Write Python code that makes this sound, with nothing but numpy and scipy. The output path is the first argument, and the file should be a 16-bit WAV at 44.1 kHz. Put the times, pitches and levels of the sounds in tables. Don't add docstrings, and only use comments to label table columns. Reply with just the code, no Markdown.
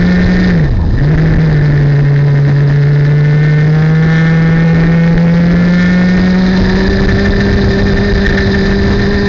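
import sys
import numpy as np
from scipy import signal
from scipy.fft import rfft, irfft
from scipy.io import wavfile
from scipy.ndimage import uniform_filter1d

SR = 44100
rng = np.random.default_rng(int(sys.argv[2]) if len(sys.argv) > 2 else 0)


def master(y):
    cut = np.clip(np.atleast_2d(y).T, -1, 1)
    pcm = np.round(cut * 32767)
    wavfile.write(sys.argv[1], SR, pcm.astype(np.int16))


N = 409248
TIME = np.arange(N) / SR

# start_s, turns_per_second_hz
CRANK_SPEED = [(0, 177.8), (.48, 182.8), (.58, 164.5), (.7, 126.7), (.78, 91.4), (.85, 76.1), (1, 136.1),
               (1.13, 156.4), (1.4, 160), (1.6, 148), (1.9, 142.7), (2.65, 142), (3.1, 145.9),
               (3.63, 151.5), (3.74, 155), (4.12, 161.3), (4.42, 162.7), (5.2, 167.9), (5.77, 177.2),
               (6.43, 185.7), (7.2, 196.6), (8.05, 199.6), (8.62, 195.5), (9.28, 203.1)]
# start_s, roughness (0 to 1)
ROUGHNESS = [(0, .42), (.5, .26), (.7, .6), (1.7, .4), (3.2, .32), (4.2, .16), (5.2, .17), (6.25, .26),
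             (6.55, .64), (9.28, .7)]


def crank(flutter=.016, flutter_hz=20):
    speed_hz, = curves(CRANK_SPEED)
    rough, = curves(ROUGHNESS)
    fluttering_hz = speed_hz * (1 + flutter * rough * wander(flutter_hz))
    return np.cumsum(fluttering_hz) / SR


# crank_speed_hz, first_order_db, second_order_db
PIPE_STRENGTH = [(78, -8, -13.5), (132, -8.5, -19.5), (143.3, -0.73, -21.5), (161.6, -0.85, -20.5),
                 (164.5, 1, -30), (185.1, -1.5, -16), (190.7, -6.5, -10), (200.5, -8, -10.5)]


def boom(turns, uneven=0.055, uneven_hz=50, second_lag=0.086, level_db=-0.98):
    first_db, second_db = by_speed(PIPE_STRENGTH)
    angle = 2 * np.pi * turns
    first = from_db(first_db) * np.sin(angle)
    second = from_db(second_db) * np.sin(2 * (angle - 2 * np.pi * second_lag))
    return from_db(level_db) * (first + second) * (1 + uneven * wander(uneven_hz))


# start_s,
# end_s, order (waves per turn), peak_db (before the waver)
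ORDER_TONES = [(1.5, 5.4, 4, -32.5), (1.85, 2.697, 7, -31), (3.613, 5.501, 5, -27.5),
               (3.618, 5.4, 7, -37), (3.624, 4.65, 10, -22.5), (5.86, 6.85, 4, -31),
               (6.26, 6.949, 5, -24.5), (6.696, 8.595, 3, -28), (6.9, 9.4, 8, -26),
               (8.747, 9.4, 5, -27.5)]


def drones(turns, fade_s=0.1, waver=0.25, waver_hz=14):
    tones = 0
    for start, end, order, peak_db in ORDER_TONES:
        tone = np.sin(2 * np.pi * round(order) * turns)
        tones = tones + from_db(peak_db) * gate(start, end, fade_s) * tone
    return tones * (1 + waver * wander(waver_hz))


def shaking(turns, rough, uneven_db=3, burst_s=0.0049, between=0.74, settle=0.72):
    speed_hz, = curves(CRANK_SPEED)
    firing = np.floor(turns - turns[0] // 1).astype(int)
    strength = from_db(uneven_db * rng.standard_normal(N))[firing]
    knocks = strength * (np.diff(firing, prepend=0) > 0)
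    since_firing_s = (turns % 1) / speed_hz
    unrest = between * (speed_hz / speed_hz.max()) ** settle
    chatter = (unrest + strength * np.exp(-since_firing_s / burst_s)) * rng.standard_normal(N)
    rough = np.clip(rough, 0, 1)
    return (1 - rough) * unit(knocks) + rough * unit(chatter)


# pitch_hz, width_hz, relative_level_db
HOUSING_MODES = [(790, 180, -10), (990, 80, -13), (1500, 30, -14), (1633, 230, 2.5), (1800.6, 70, 15.5),
                 (1910, 170, -10)]
# crank_speed_hz, housing_ring_db, mount_rattle_db
FRAME_SHAKE = [(78, -35, -37.5), (127, -28, -35.5), (142, -21.5, -32.5), (160, -19, -31),
               (167.3, -17, -30.5), (177.6, -17.5, -26), (188.7, -16.5, -20.5), (197.6, -19, -22)]


def housing(turns, lag=0.048, ring_db=-3, buzz_db=-5, flicker_db=2.4, flicker_hz=32):
    sing_db, _ = by_speed(FRAME_SHAKE)
    rough, = curves(ROUGHNESS)
    late_turns = turns - lag
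    ringing = steady(ring(shaking(late_turns, rough), HOUSING_MODES))
    sing = from_db(ring_db) * ringing + from_db(buzz_db) * buzz(late_turns)
    sputter_db = flicker_db * rough * wander(flicker_hz)
    return sing * from_db(sing_db + jolts() + sputter_db)


# start_s, end_s, order (swings per turn)
BUZZ_ORDERS = [(-.1, .53, 10), (1.08, 1.48, 11), (1.52, 1.95, 12), (2.68, 3.66, 12), (3.68, 5.1, 11),
               (5.47, 6.3, 10), (6.4, 9.4, 9)]


def buzz(turns, slip=1.4, slip_hz=30, grip_s=0.031):
    rough, = curves(ROUGHNESS)
    slipping = slip * rough * wander(slip_hz)
    swings = 0
    for start, end, order in BUZZ_ORDERS:
        swings = swings + gate(start, end, grip_s) * np.cos(2 * np.pi * order * turns + slipping)
    return swings


# centre_s, spread_s (centre to 1/e), added_db (in full for the housing, a share for the mount)
ROAD_JOLTS = [(0.82, .009, 8), (0.981, .008, 7.5), (1.185, 0.015, 2.5), (2.162, .004, 9),
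              (3.552, 0.16, 2.5), (4.185, 0.12, 5), (5.835, 0.078, 4.5), (6.896, .006, 4),
              (7.09, .004, 6.5), (7.259, 0.0061, 11), (8.287, .08, 5), (8.549, .005, 7)]


def jolts():
    return sum(added_db * bump(centre, spread) for centre, spread, added_db in ROAD_JOLTS)


# pitch_hz, width_hz, relative_level_db
MOUNT_MODES = [(3620, 67, 11), (4006, 180, 10.5), (4910, 190, 7), (5540, 700, -28), (6500, 510, -25.5)]


def mount(turns, lag=0.032, level_db=-3.0, rough=1.0, flicker_db=1.5, flicker_hz=35, jolt_share=0.24):
    _, rattle_db = by_speed(FRAME_SHAKE)
    speed_hz, = curves(CRANK_SPEED)
    shakes = shaking(turns - lag, rough, uneven_db=0.0, burst_s=0.0064, between=0.52)
    highpass = signal.butter(4, 3300, "high", fs=SR)
    rattle = signal.lfilter(*highpass, ring(shakes, MOUNT_MODES))
    clatter_db = flicker_db * speed_hz.max() / speed_hz * wander(flicker_hz)
    return steady(rattle) * from_db(level_db + rattle_db + clatter_db + jolt_share * jolts())


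# centre_s, spread_s (centre to 1/e), level_db
KERB_HITS = [(8.268, .006, -10), (8.384, .011, -6)]


def kerb(rattle_share=0.11):
    shocks = rng.standard_normal(N)
    chatter = unit(ring(shocks, HOUSING_MODES)) + rattle_share * unit(ring(shocks, MOUNT_MODES))
    loudness = sum(from_db(level_db) * bump(centre, spread) for centre, spread, level_db in KERB_HITS)
    return steady(chatter, size=600) * loudness


# time_s, pitch_hz (before scatter), level_db
TYRE_CHIRP = [(.77, 945, -57), (.795, 940, -28), (0.816, 924, -35), (.83, 903, -29), (.85, 823, -29),
              (.87, 820, -63)]


def chirp(scatter=0.065, scatter_hz=120):
    pitch_hz, level_db = curves(TYRE_CHIRP)
    unsteady_hz = pitch_hz * (1 + scatter * wander(scatter_hz))
    squeal = np.sqrt(2) * np.sin(2 * np.pi * np.cumsum(unsteady_hz) / SR)
    return gate(TYRE_CHIRP[0][0], TYRE_CHIRP[-1][0], .005) * from_db(level_db) * squeal


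# time_s, level_db
WIND_LEVEL = [(0, -9.5), (.6, -7), (.9, -8), (1.35, -5), (1.9, -11.5), (2.3, -20), (3.3, -16.5),
              (4.0, -16.5), (4.6, -10), (5.6, -13.5), (6.5, -11.5), (7.6, -5.5), (8.6, -8.5), (9.28, -7)]
# pitch_hz, relative_level_db (per Hz)
WIND_SPECTRUM = [(10, -7), (35, 4), (55, -1), (80, -1), (160, -10), (300, -18.5), (500, -24.5),
                 (800, -29.5), (1200, -42.5), (2500, -53.5), (7000, -59)]
# centre_s, length_s, peak_db
WIND_GUSTS = [(.707, .02, -5), (0.863, 0.016, -4), (1.344, .025, -2.5), (1.372, 0.02, -3.5),
              (4.559, 0.037, -5.5), (5.157, 0.025, 1.5), (5.537, 0.02, -0.5), (6.889, 0.018, 4),
              (7.071, .024, 1), (7.131, 0.012, 3), (7.297, 0.015, 2), (7.642, 0.0083, 0.5),
              (8.138, .018, 0.5), (8.28, 0.018, 7), (8.904, 0.017, -1.5)]


def wind(level_db=-2.5, lumpy_db=2.0, lumpy_hz=14):
    wind_db, = curves(WIND_LEVEL)
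    air = from_db(level_db + wind_db + lumpy_db * wander(lumpy_hz)) * coloured(WIND_SPECTRUM)
    for centre, length, peak_db in WIND_GUSTS:
        cycle = np.clip((TIME - centre) / length, -.5, .5)
        air -= from_db(peak_db) * np.sin(2 * np.pi * cycle)
    return air


# pitch_hz, relative_level_db (per Hz)
ROAD_SPECTRUM = [(20, -14), (100, 3.5), (200, 1.5), (330, -2.5), (550, -10.5), (800, -15.5), (1300, -20),
                 (2500, -25.5), (7000, -37)]


def road(level_db=-18, octave_db=7, lumpy_db=2, lumpy_hz=18):
    speed_hz, = curves(CRANK_SPEED)
    speed_db = octave_db * np.log2(speed_hz / speed_hz.mean())
    return from_db(level_db + speed_db + lumpy_db * wander(lumpy_hz)) * coloured(ROAD_SPECTRUM)


def ring(x, modes):
    ringing = 0
    for k, (pitch_hz, width_hz, level_db) in enumerate(modes):
        resonance = signal.iirpeak(pitch_hz, pitch_hz / width_hz, SR)
        ringing = ringing + (-1) ** k * from_db(level_db) * signal.lfilter(*resonance, x)
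    return ringing


def from_db(db):
    return 10 ** (np.asarray(db) / 20)


def unit(x):
    return x / np.sqrt(np.mean(x ** 2) + 1e-20)


def steady(x, size=6000):
    return x / np.sqrt(abs(uniform_filter1d(x ** 2, size)) + 1e-12)


def curves(rows):
    s, *columns = np.transpose(rows)
    return [np.interp(TIME, s, column) for column in columns]


def by_speed(rows):
    speed_hz, = curves(CRANK_SPEED)
    speeds, *columns = np.transpose(sorted(rows))
    return [np.interp(speed_hz, speeds, column) for column in columns]


def wander(hz):
    f = np.fft.rfftfreq(N, 1 / SR)
    slow = rfft(rng.standard_normal(N)) / (1 + (f / hz) ** 4)
    return unit(irfft(slow, N))


def shaped(x, points):
    hz, db = np.transpose(points)
    f = np.fft.rfftfreq(2 * N, 1 / SR)
    gain = from_db(np.interp(np.log(f + 1), np.log(hz), db))
    return irfft(rfft(x, 2 * N) * gain)[..., :N]


def coloured(points):
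    return unit(shaped(rng.standard_normal(N), points))


def gate(start, end, fade_s):
    return np.clip(np.minimum(TIME - start, end - TIME) / fade_s, 0, 1)


def bump(centre, spread):
    return np.exp(-((TIME - centre) / spread) ** 2)


def scene():
    turns = crank()
    engine = boom(turns) + drones(turns) + housing(turns) + mount(turns)
    return (engine + kerb() + chirp() + wind() + road())[None]


# pitch_hz, level_db (before the final gain)
RECORDER_TONE = [(100, 0.5), (700, -1.5), (1450, -0.86), (2100, -1.5), (2900, -3), (4000, -3.5), (5000, -2),
                 (6000, -2.5), (7000, -7)]


def record(dry, rail=.5, coupling_hz=21.0, gain_db=0.13, edge_hz=7150):
    fine = signal.resample_poly(dry, 2, 1, axis=1)
    clipped = signal.resample_poly(np.clip(fine, -rail, rail), 1, 2, axis=1)
    drooped = signal.lfilter(*signal.butter(1, coupling_hz, "high", fs=SR), clipped)
    toned = from_db(gain_db) * shaped(drooped, RECORDER_TONE)
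    lowpass = signal.firwin(121, edge_hz, window=("kaiser", 8), fs=SR)
    return signal.oaconvolve(toned, lowpass[None], "same")


dry = scene()
out = record(dry)
master(out)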